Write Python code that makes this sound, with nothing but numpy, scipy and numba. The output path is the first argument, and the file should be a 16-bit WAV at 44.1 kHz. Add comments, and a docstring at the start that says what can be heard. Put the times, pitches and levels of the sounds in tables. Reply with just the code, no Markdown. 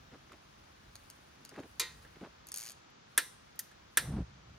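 """A gas fire bowl, some metres from a two-port camera microphone at a forest camp, is lit: the knob clanks,
the spring igniter snaps twice (noise cracks and ringing steel) and the gas catches with a soft whump of
band-passed noise. Boots scuff the soil as gated noise; a folding chair ticks and creaks in short cracks.
Trunks and a tent wall return short echoes over shaped noise: a distant river, a light wind, a thin hiss."""
import sys
import numpy as np
from scipy import signal
from scipy.fft import rfft, irfft
from scipy.io import wavfile
from scipy.ndimage import uniform_filter1d
from numba import njit

SR = 44100
rng = np.random.default_rng(int(sys.argv[2]) if len(sys.argv) > 2 else 0)


def store_wav(level_fs):
    """Save 16-bit WAV to argv[1]."""
    pcm = np.round(np.clip(np.atleast_2d(level_fs), -1, 1) * 32767)
    wavfile.write(sys.argv[1], SR, pcm.T.astype(np.int16))


N = 202371

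# light wind, its rumble: (time [s], level [dB]) before the gusts; colour: (frequency [Hz], density [dB per Hz])
WIND_LEVEL = [(0, -68), (2.1, -69), (2.5, -72), (3.4, -74), (4.59, -68)]
WIND_COLOUR = [(25, -19), (50, 2), (110, -3), (200, -13), (400, -41.5)]
# distant river: (frequency [Hz], density [dB per Hz])
RIVER_COLOUR = [(20, -33), (40, -16), (60, -10.5), (150, -2.5), (250, -6.5), (400, -8), (700, -8),
                (1300, -7.5), (2000, -12.5), (3500, -15), (6500, -20.5), (8000, -33), (12000, -59.5)]
# thin treble hiss: (time [s], level [dB]) before its flicker; colour: (frequency [Hz], density [dB per Hz])
HISS_LEVEL = [(0, -100), (.17, -79.5), (.9, -80), (1.0, -72.5), (1.4, -79), (1.75, -74), (2.05, -71.5),
              (2.3, -83), (2.8, -105), (3.05, -92), (3.15, -75), (3.55, -84), (3.8, -100), (3.95, -77),
              (4.3, -90), (4.59, -86.5)]
HISS_COLOUR = [(5000, -28), (7500, -1), (10000, 0), (13000, -10), (15600, -3), (16000, -26)]
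# echo from the trunks: (frequency [Hz], density [dB per Hz]); (frequency [Hz], 60 dB decay [s])
TREES_COLOUR = [(300, -2.5), (1500, -7), (5000, -6.5), (12000, -7.5), (16000, -8)]
TREES_T60 = [(500, 0.47), (2000, 0.33), (6000, 0.5), (14000, 0.26)]
# boots on soil: (start [s], length [s], thud level [dB], thud centre [Hz], grit level [dB])
SCUFFS = [(0.109, 0.048, -56, 333, -64), (0.299, 0.017, -61.5, 260, -65), (0.318, 0.029, -57.5, 313, -58),
          (1.325, 0.13, -66, 195, -72), (1.513, 0.019, -55, 343, -67), (1.538, 0.034, -62, 400, -58.5),
          (1.564, 0.041, -44, 275, -57), (1.615, 0.044, -55.5, 338, -62.5), (2.15, 0.021, -56, 176, -63.5),
          (2.201, 0.039, -46.5, 236, -62.5), (2.235, .037, -53.5, 394, -58)]
# sharp ticks: the first crackles within a boot scuff, the rest are single slips in a chair joint: (time [s],
# level [dB], treble tilt [dB per octave])
SLIPS = [(0.3225, -48, 1), (0.9549, -30, -2.5), (1.1006, -33, 0.5), (1.4503, -31.5, -0.5),
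         (1.492, -35.5, -1), (1.6003, -40.5, -5), (1.7136, -54, 2.5), (2.4694, -40, 6), (2.487, -33.5, 1),
         (2.5184, -26.5, 1), (2.5419, -24, 2), (2.5605, -26, 2.5), (2.5734, -26, 3), (2.584, -27, 2),
         (2.7187, -34, 0.5)]
# crack of a slip: (frequency [Hz], density [dB per Hz]); (frequency [Hz], 60 dB decay [s])
SLIP_COLOUR = [(880, -15), (1500, -13.5), (3930, -8.5), (4520, -8), (5100, -3), (6890, -0.5), (7620, -6),
               (8680, 1), (14900, -15), (16500, -12.5)]
SLIP_T60 = [(2000, 0.024), (6000, 0.0086), (14000, 0.011)]
# chair tube modes: (frequency [Hz], level [dB], 60 dB decay [s])
TUBE_MODES = [(4450, -3, .03), (4570, -3, .03), (4700, -4, .03), (5650, -7, .02), (6340, -6, .11),
              (6670, -4, .06), (8720, -6, .025), (10700, -8, .02)]
# gas catching: (time [s], level [dB], centre [Hz])
FLAME_PUFFS = [(3.99, -54.5, 150), (4.03, -51.5, 150), (4.09, -38.5, 121), (4.15, -37.5, 158),
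               (4.216, -36.5, 157), (4.245, -57, 115), (4.29, -60.5, 120), (4.44, -64.5, 130),
               (4.495, -56, 120), (4.589, -66, 115)]
# igniter hammer: (time [s], level [dB], treble tilt [dB per octave], bowl ring relative to the blow [dB])
SNAPS = [(2.0474, -50.5, -7.5, -24), (3.177, -9.5, 0.5, -25.5), (3.7133, -51, -4.5, -16.5),
         (3.9722, -9.5, 0.5, -27.5)]
# crack of the hammer: (frequency [Hz], density [dB per Hz]); (frequency [Hz], 60 dB decay [s])
SNAP_COLOUR = [(120, -35), (280, -20), (470, -12), (800, -22), (1300, -13), (1700, -3), (2300, -14),
               (3600, -14.5), (7300, -15), (8500, 0), (10000, -10), (12500, -15.5), (15800, -23.5),
               (16500, -43)]
SNAP_T60 = [(300, 0.081), (1700, 0.09), (4000, 0.12), (9000, .05), (15000, 0.045)]
# first contact of the hammer: (frequency [Hz], density [dB per Hz]); (frequency [Hz], 60 dB decay [s])
TICK_COLOUR = [(3000, -18), (7000, 2), (10000, -1), (15500, -10.5), (16500, -21.5)]
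TICK_T60 = [(3000, 0.015), (16000, 0.018)]
# igniter housing modes: (frequency [Hz], level [dB], 60 dB decay [s])
HOUSING_MODES = [(300, -14, .06), (468, -13, .06), (1362, -9, .07), (1485, -8, .05), (1612, -2, .05),
                 (1700, -8, .05), (1812, 0, .045), (1956, -11, .05), (2052, -9, .05), (3455, -12, .06),
                 (3655, -9, .05), (11660, -25, .2), (11955, -16, .07)]
# igniter spring cocked or let back: same columns as the snaps
LATCHES = [(2.9012, -63.5, 0.0084, -26), (3.557, -55.5, 0.0033, -19), (3.5915, -22.5, 0.012, -33)]
# crack of the latch: (frequency [Hz], density [dB per Hz]); (frequency [Hz], 60 dB decay [s])
LATCH_COLOUR = [(470, -57), (800, -31), (1780, -7), (2320, -21), (5700, -4.5), (7150, -8), (14200, -0.5),
                (15900, -11), (16500, -40)]
LATCH_T60 = [(1500, 0.079), (6000, 0.057), (14000, 0.041)]
# knob pushed against the steel, with a bounce: same columns as the snaps
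CLANKS = [(1.7965, -25, 0.4, 0), (1.8135, -36, -2.5, -2.5), (2.0215, -58.5, -4, -5.5)]
# crack of the knob: (frequency [Hz], density [dB per Hz]); (frequency [Hz], 60 dB decay [s])
CLANK_COLOUR = [(120, -50), (200, -27.5), (442, -2), (715, -26), (1020, -12), (1730, -11.5), (1870, -8),
                (2860, -11.5), (4790, 1), (13200, -3), (16500, -16)]
CLANK_T60 = [(400, 0.13), (2000, 0.44), (4500, 0.086), (9000, 0.096), (15000, 0.024)]
# steel bowl modes: (frequency [Hz], level [dB], 60 dB decay [s])
BOWL_MODES = [(440, -15, .12), (899, -19, .4), (1028, -8, .28), (1330, -10, .13), (1880, -11, .33),
              (2062, -9, .3), (2410, -3, .12), (2778, -11, .12), (3122, -17, .23), (3432, -8, .17),
              (3604, -5, .24), (3752, -9, .2), (3854, -3, .27), (4030, -6, .24), (4138, -5, .23),
              (4280, -11, .28), (4488, -8, .1), (4657, -8, .18), (4880, -7, .08), (6099, -17, .2),
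              (7456, -12, .08), (11090, -24, .19)]
# how the two ports hear each direction:
# (frequency [Hz], left minus right [dB], left leads by [radians], share heard alike [0 to 1])
FROM_RIVER = [(60, 1.5, 1, 0.85), (179, 2.5, 0.7, 0.88), (486, 0.5, -3, 0.38), (800, -6.5, -2.5, 0.78),
              (1370, 0, -1.5, 0.39), (2070, 0.5, -0.5, .1), (5940, 6.5, 2, 0.051), (7950, 2, 1.5, 0.54)]
FROM_TREES = [(200, 0, -.2, .8), (700, -2, 0, .2), (1500, -2, -.3, .7), (5500, 2, .5, .3),
              (7800, 2, 2.2, .6), (12000, 0, 0, 1), (16000, 0, -2.2, .6)]
FROM_CHAIR = [(1500, 0, -.2, 1), (3300, 1, 1.5, .9), (6700, 1, 1.1, .9), (7800, 3, 2.5, .9),
              (12000, 0, 0, 1), (16000, 0, -2.2, .9)]
FROM_BOWL = [(200, 0, -.1, 1), (1600, -4, -.5, 1), (2900, 0, 0, 1), (4000, -1, 0, .8), (5200, -5, .3, .4),
             (6700, 1, 0, .4), (7600, 2, 2.3, .9), (8700, 2, 1.9, .9), (12000, 0, 0, 1),
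             (16000, 0, -2.2, .8)]

RIVER_DB, TREES_DB = -60, -16
TENT_S, TENT_DB = 0.0086, -7.5  # delay and level of the tent wall echo
RISE_CYCLES = 1.35  # a panel needs a few cycles to start moving
SCUFF_RISE_SHARE, SCUFF_RELEASE_S, GRIT_LEAD_S = 0.4, 0.0084, 0.0093
TUBE_RING_DB = -11.5
# the creak: slip rate, timing scatter, level, fade, level scatter, treble tilt per octave and its dulling
CREAK_START_S, CREAK_END_S, CREAK_PER_S, CREAK_JITTER_S = 2.5926, 2.708, 115.5, 0.00041
CREAK_DB, CREAK_FADE_DB_PER_S, CREAK_SCATTER_DB = -28.5, -25, 0.4
CREAK_TILT_DB, CREAK_DULL_DB_PER_S = -0.1, -14
SWELL_DB, SWELL_LAG_S = -2, 0.015  # deep swell relative to and behind the puffs
ROAR_DB, ROAR_END_S, ROAR_FADE_S, ROAR_AFTER_DB = -57, 4.21, 0.0085, -80
LOW_CUT_HZ, TOP_HZ = 36, 16500


def undb(db):
    """dB to gain."""
    return 10 ** (np.asarray(db) / 20)


def column(table, hz, axis=1):
    """One column of a frequency table, read on a log-frequency axis."""
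    table = np.array(table, float)
    return np.interp(np.log(hz + 1), np.log(table[:, 0]), table[:, axis])


def curve(rows):
    """Columns of a time table, sample by sample."""
    s, *columns = np.transpose(rows)
    return [np.interp(np.arange(N) / SR, s, values) for values in columns]


def walk(rate):
    """Random levels held for 1 / rate seconds and smoothed twice; spread 1."""
    hold = int(SR / rate)
    held = np.repeat(rng.standard_normal(N // hold + 1), hold)
    slewed = uniform_filter1d(uniform_filter1d(held, hold), hold)[:N]
    return slewed / slewed.std()


def noise(colour, size=N):
    """Spectrum of a noise with the given colour and rms 1, and its frequencies."""
    hz = np.arange(size // 2 + 1) * SR / size
    spectrum = rfft(rng.standard_normal(size)) * undb(column(colour, hz))
    return spectrum / irfft(spectrum, size).std(), hz


def burst(colour, t60, size=32768):
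    """Noise that starts within a few cycles and dies at its own pace in each half octave."""
    spectrum, hz = noise(colour, size=size)
    t = np.arange(size) / SR
    out = 0
    for mid in 100 * 2 ** np.arange(0, 8, 0.5):
        share = np.clip(1 - 2 * np.abs(np.log2((hz + 1) / mid)), 0, 1)  # overlapping triangles
        rise = 1 - np.exp(-t * mid / RISE_CYCLES)
        decay = undb(-60 * t / column(t60, mid))
        out = out + irfft(spectrum * share, size) * rise * decay
    return out


def ring(modes, size=32768):
    """Struck metal: a sum of decaying sines, peak 1."""
    t = np.arange(size) / SR
    out = 0
    for hz, db, t60 in modes:
        rise = 1 - np.exp(-t * hz / RISE_CYCLES)
        out = out + rise * undb(db - 60 * t / t60) * np.sin(2 * np.pi * hz * t)
    return out / np.abs(out).max()


def add(track, s, sound, db, tilt_db=0):
    """Mix a sound in at time s; harder contact tilts it towards the treble, about 4 kHz."""
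    size = len(sound)
    hz = np.arange(size // 2 + 1) * SR / size
    tilt = undb(tilt_db * np.log2(np.clip(hz, 500, 16000) / 4000))
    tilted = irfft(rfft(sound) * tilt, size)
    faded = tilted * np.linspace(1, 0, size)  # no click at the end
    start = int(s * SR)
    track[start:start + size] += undb(db) * faded[:N - start]


@njit
def svf(x, hz, sharp):
    """State-variable band-pass whose centre moves."""
    y, band, low = np.empty(len(x)), 0., 0.
    for i in range(len(x)):
        g = np.tan(np.pi * hz[i] / SR)
        v = (band + g * (x[i] - low)) / (1 + g * (g + 1 / sharp))
        band, low, y[i] = 2 * v - band, low + 2 * g * v, v / sharp
    return y


def steep(x, hz, sharp):
    """The band-pass twice, for dark skirts."""
    hz = hz + np.zeros(N)
    return svf(svf(x, hz, sharp), hz, sharp)


def steady(x, hold_s):
    """Level evened out to rms 1 over every hold_s seconds."""
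    return x / np.sqrt(uniform_filter1d(x ** 2, int(hold_s * SR)) + 1e-12)


def ports(x, other, way):
    """Two ports: direction splits level and phase; what is not heard alike comes from the other signal."""
    hz = np.arange(N // 2 + 1) * SR / N
    way = np.array(way)
    db, lead, alike = (np.interp(hz, way[:, 0], way[:, k]) for k in (1, 2, 3))
    alike = np.clip(alike, 0, 1)
    side = np.array([[1], [-1]])  # left, right
    common = np.sqrt((1 + alike) / 2) * rfft(x)
    apart = side * np.sqrt((1 - alike) / 2) * rfft(other)
    return irfft((common + apart) * undb(side * db / 2) * np.exp(side * 0.5j * lead), N)


def wind():
    """Light wind rumbles in the tent: deep noise whose level wanders in gusts."""
    return undb(curve(WIND_LEVEL)[0] + 4.0 * walk(8)) * irfft(noise(WIND_COLOUR)[0], N)


def river():
    """Distant water: two independent noises spread over the ports, with a slight level drift."""
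    wash = ports(irfft(noise(RIVER_COLOUR)[0], N), irfft(noise(RIVER_COLOUR)[0], N), FROM_RIVER)
    return undb(RIVER_DB + 0.15 * walk(4.5)) * wash


def tree_echo(x):
    """Trunks scatter the blows and slips into a decaying tail, drawn twice to spread over the ports."""
    tails = [burst(TREES_COLOUR, TREES_T60) for _ in range(2)]
    echoes = [signal.fftconvolve(x, tail / np.linalg.norm(tail))[:N] for tail in tails]
    return undb(TREES_DB) * ports(*echoes, FROM_TREES)


def treble_hiss():
    """Thin treble noise that flickers; two noises share one level."""
    level = undb(curve(HISS_LEVEL)[0] + 1.7 * walk(130))
    return [level * irfft(noise(HISS_COLOUR)[0], N) for _ in range(2)]


def press(t, length):
    """The weight comes on, stays and lets go."""
    rise = np.clip(t / (SCUFF_RISE_SHARE * length), 0, 1) ** 2
    return rise * np.exp(-np.clip(t - length, 0, None) / SCUFF_RELEASE_S)


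def boots():
    """A dull thud on soil; the grit on top crunches just ahead of it."""
    t = np.arange(N) / SR
    out = 0
    crunch = rng.standard_normal(N) * undb(5 * walk(400))
    grit = steady(steep(crunch, 1500, 0.8), 0.04)
    ground = steady(steep(rng.standard_normal(N), 131, 0.92), 0.075)  # the weight booms in the soil
    for s, length, db, hz, grit_db in SCUFFS:
        thud = steady(steep(rng.standard_normal(N), hz, 0.72), 0.018) + undb(-9.0) * ground
        out = out + undb(db) * press(t - s, length) * thud
        out = out + undb(grit_db) * press(t - s + GRIT_LEAD_S, length) * grit
    return out


def creak():
    """Under full weight the slips run together, each a little early or late, fading and dulling."""
    s = np.arange(CREAK_START_S, CREAK_END_S, 1 / CREAK_PER_S)
    chance = rng.standard_normal((32, 2))[:len(s)]
    age = s - CREAK_START_S
    db = CREAK_DB + CREAK_FADE_DB_PER_S * age + CREAK_SCATTER_DB * chance[:, 0]
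    tilt_db = CREAK_TILT_DB + CREAK_DULL_DB_PER_S * age
    return list(zip(s + CREAK_JITTER_S * chance[:, 1], db, tilt_db))


def chair():
    """Each slip is a fresh crack that pings the tube; the tent wall sends it back duller."""
    out = np.zeros(N)
    ping = undb(TUBE_RING_DB) * ring(TUBE_MODES, size=8192)
    for s, db, tilt_db in SLIPS + creak():
        crack = 0.49 * burst(SLIP_COLOUR, SLIP_T60, size=8192)
        add(out, s, crack + ping, db, tilt_db)
    tent = np.roll(steep(out, 4800, 0.38), int(TENT_S * SR))
    return out + undb(TENT_DB) * tent


def flame():
    """Gas pockets burn in slow puffs; a deep swell lags; a faint roar flutters while the flame spreads."""
    t = np.arange(N) / SR
    db, hz = curve(FLAME_PUFFS)
    puffs = steady(steep(rng.standard_normal(N), hz, 1.4), 0.029)
    deep = steady(steep(rng.standard_normal(N), 60, 1.9), 0.027)
    roar = steady(steep(rng.standard_normal(N), 520, 0.46), 0.12) * undb(1.0 * walk(90))
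    roar_fade = np.exp(-np.clip(t - ROAR_END_S, 0, None) / ROAR_FADE_S)
    roar = roar * (undb(ROAR_DB) * roar_fade + undb(ROAR_AFTER_DB))
    swell = undb(SWELL_DB + np.interp(t - SWELL_LAG_S, t, db))
    lit = t > FLAME_PUFFS[0][0]
    return lit * (undb(db) * puffs + swell * deep + roar)


def fire_bowl():
    """Every blow cracks in its own colour and sets the steel bowl ringing."""
    out = np.zeros(N)
    bowl = ring(BOWL_MODES)
    snap = 0.35 * burst(SNAP_COLOUR, SNAP_T60) + 0.45 * ring(HOUSING_MODES)
    snap = snap + 0.51 * burst(TICK_COLOUR, TICK_T60)
    latch = 0.42 * burst(LATCH_COLOUR, LATCH_T60)
    clank = 0.89 * burst(CLANK_COLOUR, CLANK_T60)
    for events, crack in ((SNAPS, snap), (LATCHES, latch), (CLANKS, clank)):
        for s, db, tilt_db, ring_db in events:
            add(out, s, crack, db, tilt_db)
            add(out, s, bowl, db + ring_db)
    return out


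def scene():
    """Bowl and chair with their tree echo, then boots, flame, hiss, wind and river, at the two ports."""
    bowl, slips = fire_bowl(), chair()
    trees = tree_echo(bowl + slips)
    smear = burst(TREES_COLOUR, [(500, 0.0014), (16000, 0.0013)], size=1024)  # scattering about the camera body
    smear = smear / np.linalg.norm(smear)
    bowl_side, slips_side = (signal.fftconvolve(x, smear)[:N] for x in (bowl, slips))
    hiss, hiss_side = treble_hiss()
    near = ports(bowl + hiss, bowl_side + hiss_side, FROM_BOWL) + ports(slips, slips_side, FROM_CHAIR)
    return near + trees + boots() + flame() + wind() + river()


def record(dry):
    """The recorder rolls off the deepest bass and cuts the top."""
    low_cut = signal.butter(2, LOW_CUT_HZ, "high", fs=SR, output="sos")
    top_cut = signal.ellip(10, 0.2, 80, TOP_HZ, fs=SR, output="sos")  # ripple and stop band in dB
    return signal.sosfilt(top_cut, signal.sosfilt(low_cut, dry))


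dry = scene()
out = record(dry)
store_wav(out)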